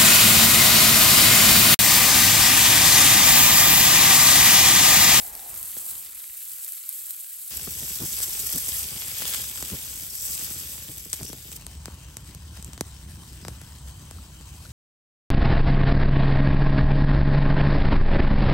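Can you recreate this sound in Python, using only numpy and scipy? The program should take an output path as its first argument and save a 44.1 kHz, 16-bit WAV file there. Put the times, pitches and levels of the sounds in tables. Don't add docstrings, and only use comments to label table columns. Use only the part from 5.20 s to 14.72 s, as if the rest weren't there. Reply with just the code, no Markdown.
import sys
import numpy as np
from scipy import signal
from scipy.fft import rfft, irfft, next_fast_len
from scipy.io import wavfile

SR = 44100
rng = np.random.default_rng(int(sys.argv[2]) if len(sys.argv) > 2 else 0)


def int16_out(signal):
    q = np.round(np.clip(np.atleast_2d(signal).T, -1, 1) * 32767)
    wavfile.write(sys.argv[1], SR, q.astype(np.int16))


N = 419832

BREAD_SPAN_S, GRIDDLE_SPAN_S, POT_SPAN_S = (0, 2.305), (2.305, 6.376), (6.376, 9.53)
EDGE_HZ = 15850

# time in seconds, level in dB before CRUST_LIFT_DB.
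CRUST_LEVEL = [(0, -34), (.12, -43), (.44, -38), (.72, -36), (.87, -42), (1.18, -41), (1.44, -38.5),
               (1.6, -41.5), (1.78, -38), (1.98, -40.5), (2.29, -39.5)]
# frequency in Hz, relative density in dB per Hz.
CRUST_SPECTRUM = [(2000, -29), (4200, -19.5), (6200, -17.5), (7600, -7.5), (8800, -6), (9800, -4.5),
                  (11500, -0.5), (13000, -8.5), (15700, -4)]
CRUMB_SPECTRUM = [(400, -12.5), (750, -13.5), (1400, -2.5), (2000, -1), (3000, 0), (4300, 0), (6500, 0.5),
                  (9000, -6.5)]
RASP_SPECTRUM = [(300, -14), (600, -12.5), (720, -4.5), (820, -4.5), (950, -12), (1200, -25), (2000, -13.5),
                 (3000, -33)]
RUB_SPECTRUM = [(20, -23), (45, 0), (80, -4), (150, -10.5), (350, -14), (600, -17.5), (1200, -11.5)]
# start in seconds, length in seconds, level of the rasp in dB.
BLADE_STROKES = [(-.02, .3, -53), (0.55, 0.14, -63.5)]
STROKE_RISE_S, STROKE_FALL_DB_PER_S = 0.017, 110
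CRUST_LIFT_DB = 5.0
FREE_S, RUB_DB, SETTLE_DB_PER_S, REST_DB = 0.54, -57, 15.5, -74
CRUMB_DB, CRUMB_FADE_DB_PER_S = -51, 2


def bread():
    t = times(BREAD_SPAN_S)
    flakes = grains(t, per_s=1100, spread_db=0.5, ring_s=0.00056, bed=0.16, shared=0.28)
    flakes = flakes * waver(t, per_s=46, depth_db=1.22)
    crust = amp(CRUST_LIFT_DB) * level(CRUST_LEVEL, t) * coloured(flakes, CRUST_SPECTRUM)

    fibres = grains(t, per_s=700, spread_db=3.0, ring_s=0.0012, bed=0.17, shared=0.81)
    fibres = patchy(fibres, width_hz=400, per_s=14, depth_db=1.8)
    crumb = held(t, CRUMB_DB, FREE_S, CRUMB_FADE_DB_PER_S) * coloured(fibres, CRUMB_SPECTRUM)

    slips = grains(t, per_s=410, spread_db=1, ring_s=.003, bed=0.93, shared=0.43)
    sawing = 0
    for s, length_s, db in BLADE_STROKES:
        rise = np.clip((t - s) / STROKE_RISE_S, 0, 1)
        sawing = sawing + rise * held(t, db, s + length_s, STROKE_FALL_DB_PER_S)
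    blade = sawing * coloured(slips, RASP_SPECTRUM)

    rubbing = np.hypot(held(t, RUB_DB, FREE_S, SETTLE_DB_PER_S), amp(REST_DB))
    rubbing = rubbing * waver(t, per_s=7.4, depth_db=3.0)
    rub = rubbing * coloured(rng.standard_normal((2, len(t))), RUB_SPECTRUM)
    return t[0], crust + crumb + blade + rub


# centre in seconds, gain in dB, brightness as a factor on the thud's frequencies.
BOARD_BUMPS = [(.299, -9, 0.49), (0.434, -13, .4), (0.568, -6.5, 1.8), (.95, -11, .25), (1.096, -9, .25)]
# frequency in Hz, gain in dB.
THUD_RESPONSE = [(25, -12), (60, 3), (130, 2), (300, 3), (480, -5), (800, -15), (2000, -24), (6000, -26)]


def thud(s, db, brightness, size=2048):
    push = np.outer([1, 0], signal.unit_impulse(size, "mid"))
    return s - size / 2 / SR, filtered(push, lambda hz: amp(db + read(THUD_RESPONSE, hz / brightness)))


# time in seconds, fine fizz in dB before FIZZ_LIFT_DB, coarse spatter in dB before SPATTER_LIFT_DB.
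FRYING_LEVEL = [(2.33, -34.5, -43), (2.36, -35.5, -47.5), (2.95, -32, -47), (3.03, -31.5, -44),
                (3.07, -32.5, -44), (3.59, -30, -44), (3.69, -36, -45), (4.15, -32.5, -35.5),
                (4.25, -36.5, -44.5), (4.58, -36.5, -43.5), (4.9, -38, -51), (5.12, -29.5, -52),
                (5.18, -33, -44), (5.9, -44.5, -53), (6.0, -42, -48), (6.014, -43.5, -51), (6.37, -46, -51)]
# frequency in Hz, relative density in dB per Hz.
FIZZ_SPECTRUM = [(500, -23.5), (1000, -22.5), (1900, -19), (2600, -14.5), (3400, -12), (4200, -13),
                 (4900, -7), (6000, -4.5), (6700, -6.5), (8000, -1), (9300, -6), (11500, 1), (13000, -7),
                 (15700, -2)]
SPATTER_SPECTRUM = [(300, -12.5), (500, -6.5), (700, -9.5), (1200, -7.5), (1900, -5.5), (2600, -1),
                    (3400, 3), (4200, -2.5), (5000, 1.5), (5800, -8.5), (6700, -3), (8000, -5),
                    (15000, -29)]
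# centre in seconds, half-length to 1/e of the power in seconds, level in dB before spectral shaping.
BIG_SPURTS = [(2.373, .004, -23.5), (2.877, 0.025, -33.5), (3.032, 0.0087, -25), (3.199, .008, -25.5),
              (3.271, .005, -24.5), (3.33, .004, -23), (3.382, .004, -23), (3.487, 0.0049, -26.5),
              (4.08, 0.0037, -25), (4.14, .004, -26), (5.939, 0.0064, -30), (6.052, .003, -35),
              (6.087, 0.0067, -35)]
FIZZ_LIFT_DB, SPATTER_LIFT_DB = 3.5, 1.9
SMALL_SPURTS_PER_S, SMALL_SPURT_S, SMALL_SPURT_DB = 9, 0.004, -35


def sausage():
    t = times(GRIDDLE_SPAN_S)
    starts = t[rng.random(len(t)) < SMALL_SPURTS_PER_S / SR]
    small = [(s, SMALL_SPURT_S, SMALL_SPURT_DB) for s in starts]
    spurt_power = 0
    for s, length_s, db in list(BIG_SPURTS) + small:
        spurt_power = spurt_power + amp(db) ** 2 * np.exp(-((t - s) / length_s) ** 2)
    boiling = np.sqrt((amp(FIZZ_LIFT_DB) * level(FRYING_LEVEL, t)) ** 2 + spurt_power)

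    bubbles = grains(t, per_s=1500, spread_db=3.5, ring_s=0.0012, bed=0.34, shared=0.33)
    bubbles = bubbles * waver(t, per_s=25, depth_db=0.93)
    fizz = boiling * coloured(patchy(bubbles, width_hz=600, per_s=12.4, depth_db=1.3), FIZZ_SPECTRUM)

    drops = grains(t, per_s=650, spread_db=3.5, ring_s=0.00076, bed=0.19, shared=0.8)
    drops = patchy(drops, width_hz=280, per_s=9.4, depth_db=1.5)
    spattering = amp(SPATTER_LIFT_DB) * level(FRYING_LEVEL, t, axis=2)
    return t[0], fizz + spattering * coloured(drops, SPATTER_SPECTRUM)


# centre in seconds, Gaussian half-length in seconds, pitch in Hz, level in dB.
STEAM_JETS = [(5.0, 0.046, 5700, -44), (5.053, .012, 8100, -36), (6.073, 0.036, 5760, -42.5),
              (8.25, .03, 5100, -52)]
STEAM_HALF_WIDTH_HZ = 380


def steam(s, length_s, hz_centre, db, size=16384):
    t = (np.arange(size) - size / 2) / SR
    noise = rng.standard_normal((2, size))
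    jet = filtered(noise, lambda hz: 1 / (1 + ((hz - hz_centre) / STEAM_HALF_WIDTH_HZ) ** 2))
    return s + t[0], amp(db) * np.exp(-(t / length_s) ** 2 / 2) * evened(jet)


# time in seconds, snap (1.5 kHz) in dB, crack (about 8 kHz) in dB.
CRUST_SNAPS = [(.152, -23, -8), (.342, -19, -14), (.429, -38, -7), (.5675, -13, -15), (1.4467, -36, -9),
               (1.48, -17, -10), (1.522, -42, -8), (1.692, -42, -4), (1.9075, -26, -4)]
CRUST_THUMP_RE_CRACK_DB = -24.5
# time in seconds, thump (330 Hz) in dB, snap (1.5 kHz) in dB, crack (about 8 kHz) in dB.
FIRE_POPS = [(3.0028, -7, -11, -4), (3.3609, 3, -16, 1.5), (4.0198, -2, -4.5, -13), (4.139, -15, -3, -4),
             (4.4257, 3.5, -5.5, -1), (5.9307, -16, -9, 6.5), (5.934, -4, -12, -2), (6.0104, -1, -10, -23),
             (6.0315, -13, -17, -1.5), (6.1305, 2.5, -11, -6.5), (6.3176, -13, -16, -8.5),
             (6.4662, -9, -13, -4.5), (6.657, -10, -4, -5), (6.6811, 5.5, -10.5, -27), (6.969, -7, -12, 0),
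             (7.1485, -8, -25, -7.5), (7.426, -13, -22, -8), (7.4461, -20, -28, -5), (7.533, -11, -17, -9),
             (7.5779, -5, -11, -13), (7.6092, 16.5, 1, 6.5), (8.25, -1, -4, -12.5), (8.2554, -12, -18, -22),
             (8.2826, 6.5, -5, -4.5), (8.4152, -12, -15, -11), (8.9109, -4, -11.5, -13),
             (9.211, -10, -18, -22)]


def pop(s, thump_db, snap_db, crack_db, splinters, top_db, ring_s=0.00077, tail_db=-19, tail_s=0.0046):
    t = np.arange(len(splinters[0])) / SR - .02
    after = np.maximum(t, 0)
    decay = np.exp(-after / ring_s) + amp(tail_db) * np.exp(-after / tail_s)
    burst = splinters * (t >= 0) * decay
    burst /= np.linalg.norm(burst[0])
    step = np.outer([1, 0], signal.unit_impulse(len(t), np.argmax(t >= 0)))
    colour = [(30, thump_db - 28), (85, thump_db - 12), (140, thump_db + 3), (330, thump_db),
              (1500, snap_db), (3000, (snap_db + crack_db) / 2 - 3.5), (8000, crack_db - 0.5),
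              (11500, crack_db + top_db), (16000, crack_db + top_db - 17)]
    low = lambda hz: 1 / (1 + (hz / 4500) ** 4)
    push = filtered(step, lambda hz: amp(read(colour, hz)) * np.sqrt(low(hz)))
    crack = filtered(burst, lambda hz: amp(read(colour, hz)) * np.sqrt(1 - low(hz)))
    early = max(-round((s + t[0]) * SR), 0)
    return s + t[0], (push + crack)[:, early:]


# start in seconds, nominal pitch in Hz, envelope peak in dB.
POT_BUBBLES = [(8.031, 1100, -47), (8.984, 1220, -43), (9.403, 980, -46), (9.453, 1390, -42)]


def bubble(s, hz, db, life_s=0.0017, rise=0.14, size=2048):
    t = np.arange(size) / SR
    age = t / life_s
    bend = 1 + rise * (np.tanh(age / 4) - .5)
    ring = age * np.exp(1 - age) * np.sin(2 * np.pi * hz * t * bend)
    return s, amp(db) * np.outer([1, 0], ring)


# frequency in Hz, relative density in dB per Hz.
WOOD_SPECTRUM = [(450, -1.5), (700, -2), (1000, -4.5), (1400, 0.5), (2200, -2), (3100, 1.5), (3700, -0.5),
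                 (5200, 1), (6900, 0), (8100, 1.3), (9700, -0.5), (11300, 0.5), (13000, -10), (15700, -2)]
# centre in Hz, half-width at half gain in Hz, level in dB.
SAP_JETS = [(976, 200, -63), (3110, 87, -64.5), (3970, 230, -67), (4800, 490, -68), (6260, 180, -65),
            (8140, 400, -61)]


def logs(hiss_db=-49):
    t = times(POT_SPAN_S)
    ticks = grains(t, per_s=70, spread_db=1.0, ring_s=0.00076, bed=0.74, shared=0.64)
    ticks = ticks * waver(t, per_s=18, depth_db=1.5)
    out = amp(hiss_db) * coloured(patchy(ticks, width_hz=590, per_s=8, depth_db=1.6), WOOD_SPECTRUM)
    for centre, width, db in SAP_JETS:
        noise = rng.standard_normal((2, len(t)))
        jet = filtered(noise, lambda hz: 1 / (1 + ((hz - centre) / width) ** 2))
        out += amp(db) * evened(jet) * waver(t, per_s=12, depth_db=2.2)
    return t[0], out


# centre in seconds, length in seconds (the swell spans 1.26 of it), level in dB.
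FLAME_FLAPS = [(2.476, .011, -33), (2.827, 0.058, -34), (3.353, 0.055, -38), (4.533, 0.049, -32.5),
               (6.016, 0.043, -38.5), (6.097, .009, -37.5), (8.276, .03, -36.5)]
# frequency in Hz, relative density in dB per Hz.
GUST_SPECTRUM = [(35, -5), (70, 8.5), (140, 8.5), (350, 0), (480, -6), (650, -16), (1300, -16)]


def flap(s, length_s, db, size=8192):
    t = (np.arange(size) - size / 2) / SR
    swell = np.cos(np.pi * np.clip(t / (1.26 * length_s), -.5, .5))
    gust = coloured(rng.standard_normal((2, size)) * swell, GUST_SPECTRUM)
    return s + t[0], amp(db) * gust * np.sqrt(np.mean(swell ** 2) / np.mean(gust[0] ** 2))


def licks(per_s=11, lick_db=-8):
    t = times(GRIDDLE_SPAN_S)
    flicks = rng.uniform(-1, 1, len(t)) * (rng.random(len(t)) < per_s / SR)
    return t[0], filtered(np.outer([1, 0], flicks), lambda hz: amp(lick_db + read(GUST_SPECTRUM, hz)))


# frequency in Hz, relative density in dB per Hz.
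GRIDDLE_ROAR_SPECTRUM = [(20, -25.3), (35, -13), (48, -7), (66, 4), (85, -1.5), (110, -4), (160, -5.5),
                         (220, -10), (320, -15), (450, -17.5), (700, -27.5)]
POT_ROAR_SPECTRUM = [(20, -26), (35, -16), (48, -11.5), (66, 2), (85, -4), (110, -8.5), (160, -10.5),
                     (220, -20.5), (320, -22.5), (450, -35), (700, -42.5)]
GRIDDLE_FLAME_DB, POT_FLAME_DB = -48.5, -42.5


def roar(span_s, flame_db, spectrum, flutter_hz, flutter_db):
    t = times(span_s)
    churn = rng.standard_normal((2, len(t)))
    deep = filtered(churn, lambda hz: 1 / (1 + (hz / 120) ** 4))
    churn = deep + (churn - deep) * waver(t, flutter_hz, flutter_db)
    return t[0], amp(flame_db) * coloured(churn, spectrum)


# delay in seconds, left and right gain as factors before the reach filter.
FIRE_ECHOES = [(.0011, 0.00023, .08), (.0029, 0.0083, 0.049), (.0047, .1, -.08), (.0078, 0.05, 0.058)]


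def hearth(x):
    delay, *gains = np.transpose(FIRE_ECHOES)
    reach = lambda hz: hz / (hz + 500) / (1 + (hz / 8500) ** 8)
    echoes = lambda hz: np.array(gains) @ np.exp(-2j * np.pi * np.outer(delay, hz))
    return filtered(x, lambda hz: 1 + reach(hz) * echoes(hz))


# frequency in Hz, left minus right in dB, diffuse side share, right's phase lead in radians.
BOARD_PLACE = [(100, 1, 0.12, 0), (700, 1, 0.41, 0.71), (1800, -0.5, 0.45, 0.61), (2780, 0, 0.036, 0.86),
               (4200, 1.5, 0.083, 0.037), (5200, 6, 0.7, 0.14), (6200, 2, 0.51, -0.084),
               (7500, -1, 0.44, -0.96), (8700, -.8, 0.32, 0.37), (9700, 0, 0.041, 0.2)]
FIRE_PLACE = [(101, 0.4, 0.014, -0.08), (400, 0.2, 0.17, -0.33), (1200, 4, 0.35, -0.9),
              (1940, 5, 0.34, -0.93), (3050, 3.5, 0.91, -1.5), (5200, 9, 0.62, -0.089),
              (6700, 4, 0.63, 0.97), (7350, 4, .4, 0.59), (8500, 0.5, 0.29, 0.39),
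              (9600, -0.5, 0.014, 0.36)]
# frequency in Hz, turns before the port scaling.
TOP_TWIST = [(8500, 0), (10150, .5), (11800, 1), (12300, 1), (13800, 1.5), (15300, 2)]


def placed(sound, place, scatter=0.036):
    def port(sign):
        def response(hz):
            twist = 2 * np.pi * np.interp(hz, *np.transpose(TOP_TWIST))
            diffuse = read(place, hz, axis=2) + scatter * abs(np.sin(twist))
            lean = amp(read(place, hz))
            gain = lean ** (sign / 2) / np.sqrt((lean + 1 / lean) / 2 * (1 + diffuse ** 2))
            turn = np.exp(-.5j * sign * (twist + read(place, hz, axis=3)))
            return np.array([np.ones_like(hz), sign * diffuse]) * gain * turn
        return filtered(sound, response).sum(0)
    return np.array([port(0.86), port(-0.92)])


def grains(t, per_s, spread_db, ring_s, bed, shared, count=8):
    def bursts():
        size = amp(spread_db * np.minimum(rng.exponential(1, len(t)), 5))
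        power = size ** 2 * (rng.random(len(t)) < per_s / SR)
        power = signal.lfilter([1], [1, -np.exp(-2 / (ring_s * SR))], power)
        return power / (power.mean() + 1e-20)

    bed, shared = np.clip([bed, shared], 0, 1)
    broad, out = bursts(), 0
    for band in range(count):
        power = bed + (1 - bed) * (shared * broad + (1 - shared) * bursts())

        def window(hz):
            position = np.sqrt(np.minimum(hz / EDGE_HZ, 1)) * (count - 1)
            return np.cos(np.pi / 2 * np.clip(position - band, -1, 1))
        out = out + filtered(np.sqrt(power) * rng.standard_normal((2, len(t))), window)
    return out


def patchy(x, width_hz, per_s, depth_db, size=1024):
    hz, t, z = signal.stft(x, SR, nperseg=size)
    across, along = np.fft.fftfreq(len(hz), hz[1])[:, None], np.fft.fftfreq(len(t), t[1])
    blur = np.exp(-(across * width_hz) ** 2 - (along / per_s) ** 2)
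    patches = np.fft.ifft2(np.fft.fft2(rng.standard_normal(z.shape[1:])) * blur).real
    z = z * amp(depth_db * evened(patches))
    return signal.istft(z, SR, nperseg=size)[1][:, :x.shape[1]]


def waver(t, per_s, depth_db):
    slow = filtered(rng.standard_normal(len(t)), lambda hz: np.exp(-(hz / per_s) ** 2))
    return evened(amp(depth_db * evened(slow)))


def held(t, db, until_s, fall_db_per_s):
    return amp(db - fall_db_per_s * np.maximum(t - until_s, 0))


def coloured(x, spectrum):
    def response(hz):
        below = np.minimum(hz / spectrum[0][0], 1) ** 2
        above = np.maximum(hz / spectrum[-1][0], 1) ** 2
        return amp(read(spectrum, hz)) * below / above
    return evened(filtered(x, response))


def filtered(x, response):
    size = next_fast_len(x.shape[-1] + 4096)
    return irfft(rfft(x, size) * response(np.fft.rfftfreq(size, 1 / SR)), size)[..., :x.shape[-1]]


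def amp(db):
    return 10 ** (np.asarray(db) / 20)


def evened(x):
    return x / np.sqrt(np.mean(x ** 2) + 1e-20)


def read(points, hz, axis=1):
    points = np.array(points)
    return np.interp(np.log(hz + 1), np.log(points[:, 0] + 1), points[:, axis])


def level(curve, t, axis=1):
    curve = np.array(curve)
    return amp(np.interp(t, curve[:, 0], curve[:, axis]))


def times(span_s):
    return np.arange(round(span_s[0] * SR), round(span_s[1] * SR)) / SR


def add(mix, s, sound):
    part = mix[:, max(round(s * SR), 0):][:, :sound.shape[1]]
    part += sound[:, :part.shape[1]]


def scene(size=4096):
    board, fire = np.zeros((2, 2, N))
    add(board, *bread())
    for row in BOARD_BUMPS:
        add(board, *thud(*row))
    for s, snap_db, crack_db in CRUST_SNAPS:
        thump_db = crack_db + CRUST_THUMP_RE_CRACK_DB
        add(board, *pop(s, thump_db, snap_db, crack_db, rng.standard_normal((2, size)), top_db=10.5))
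    add(fire, *sausage())
    for row in STEAM_JETS:
        add(fire, *steam(*row))
    for row in FIRE_POPS:
        add(fire, *pop(*row, rng.standard_normal((2, size)), top_db=-3.5))
    for row in POT_BUBBLES:
        add(fire, *bubble(*row))
    add(fire, *logs())
    for row in FLAME_FLAPS:
        add(fire, *flap(*row))
    add(fire, *licks())
    add(fire, *roar(GRIDDLE_SPAN_S, GRIDDLE_FLAME_DB, GRIDDLE_ROAR_SPECTRUM, flutter_hz=35, flutter_db=6))
    add(fire, *roar(POT_SPAN_S, POT_FLAME_DB, POT_ROAR_SPECTRUM, flutter_hz=35, flutter_db=3.5))
    return placed(board, BOARD_PLACE) + hearth(placed(fire, FIRE_PLACE))


LAG_TURNS, KNEE_HZ = 1.15, 40


def record(dry):
    swept = filtered(dry, lambda hz: np.exp(-2j * np.pi * LAG_TURNS * np.log((hz + KNEE_HZ) / EDGE_HZ)))
    lowpass = signal.firwin(511, EDGE_HZ, window=("kaiser", 9), fs=SR)
    return signal.oaconvolve(swept, lowpass[None], "same")


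dry = scene()
out = record(dry)
int16_out(out)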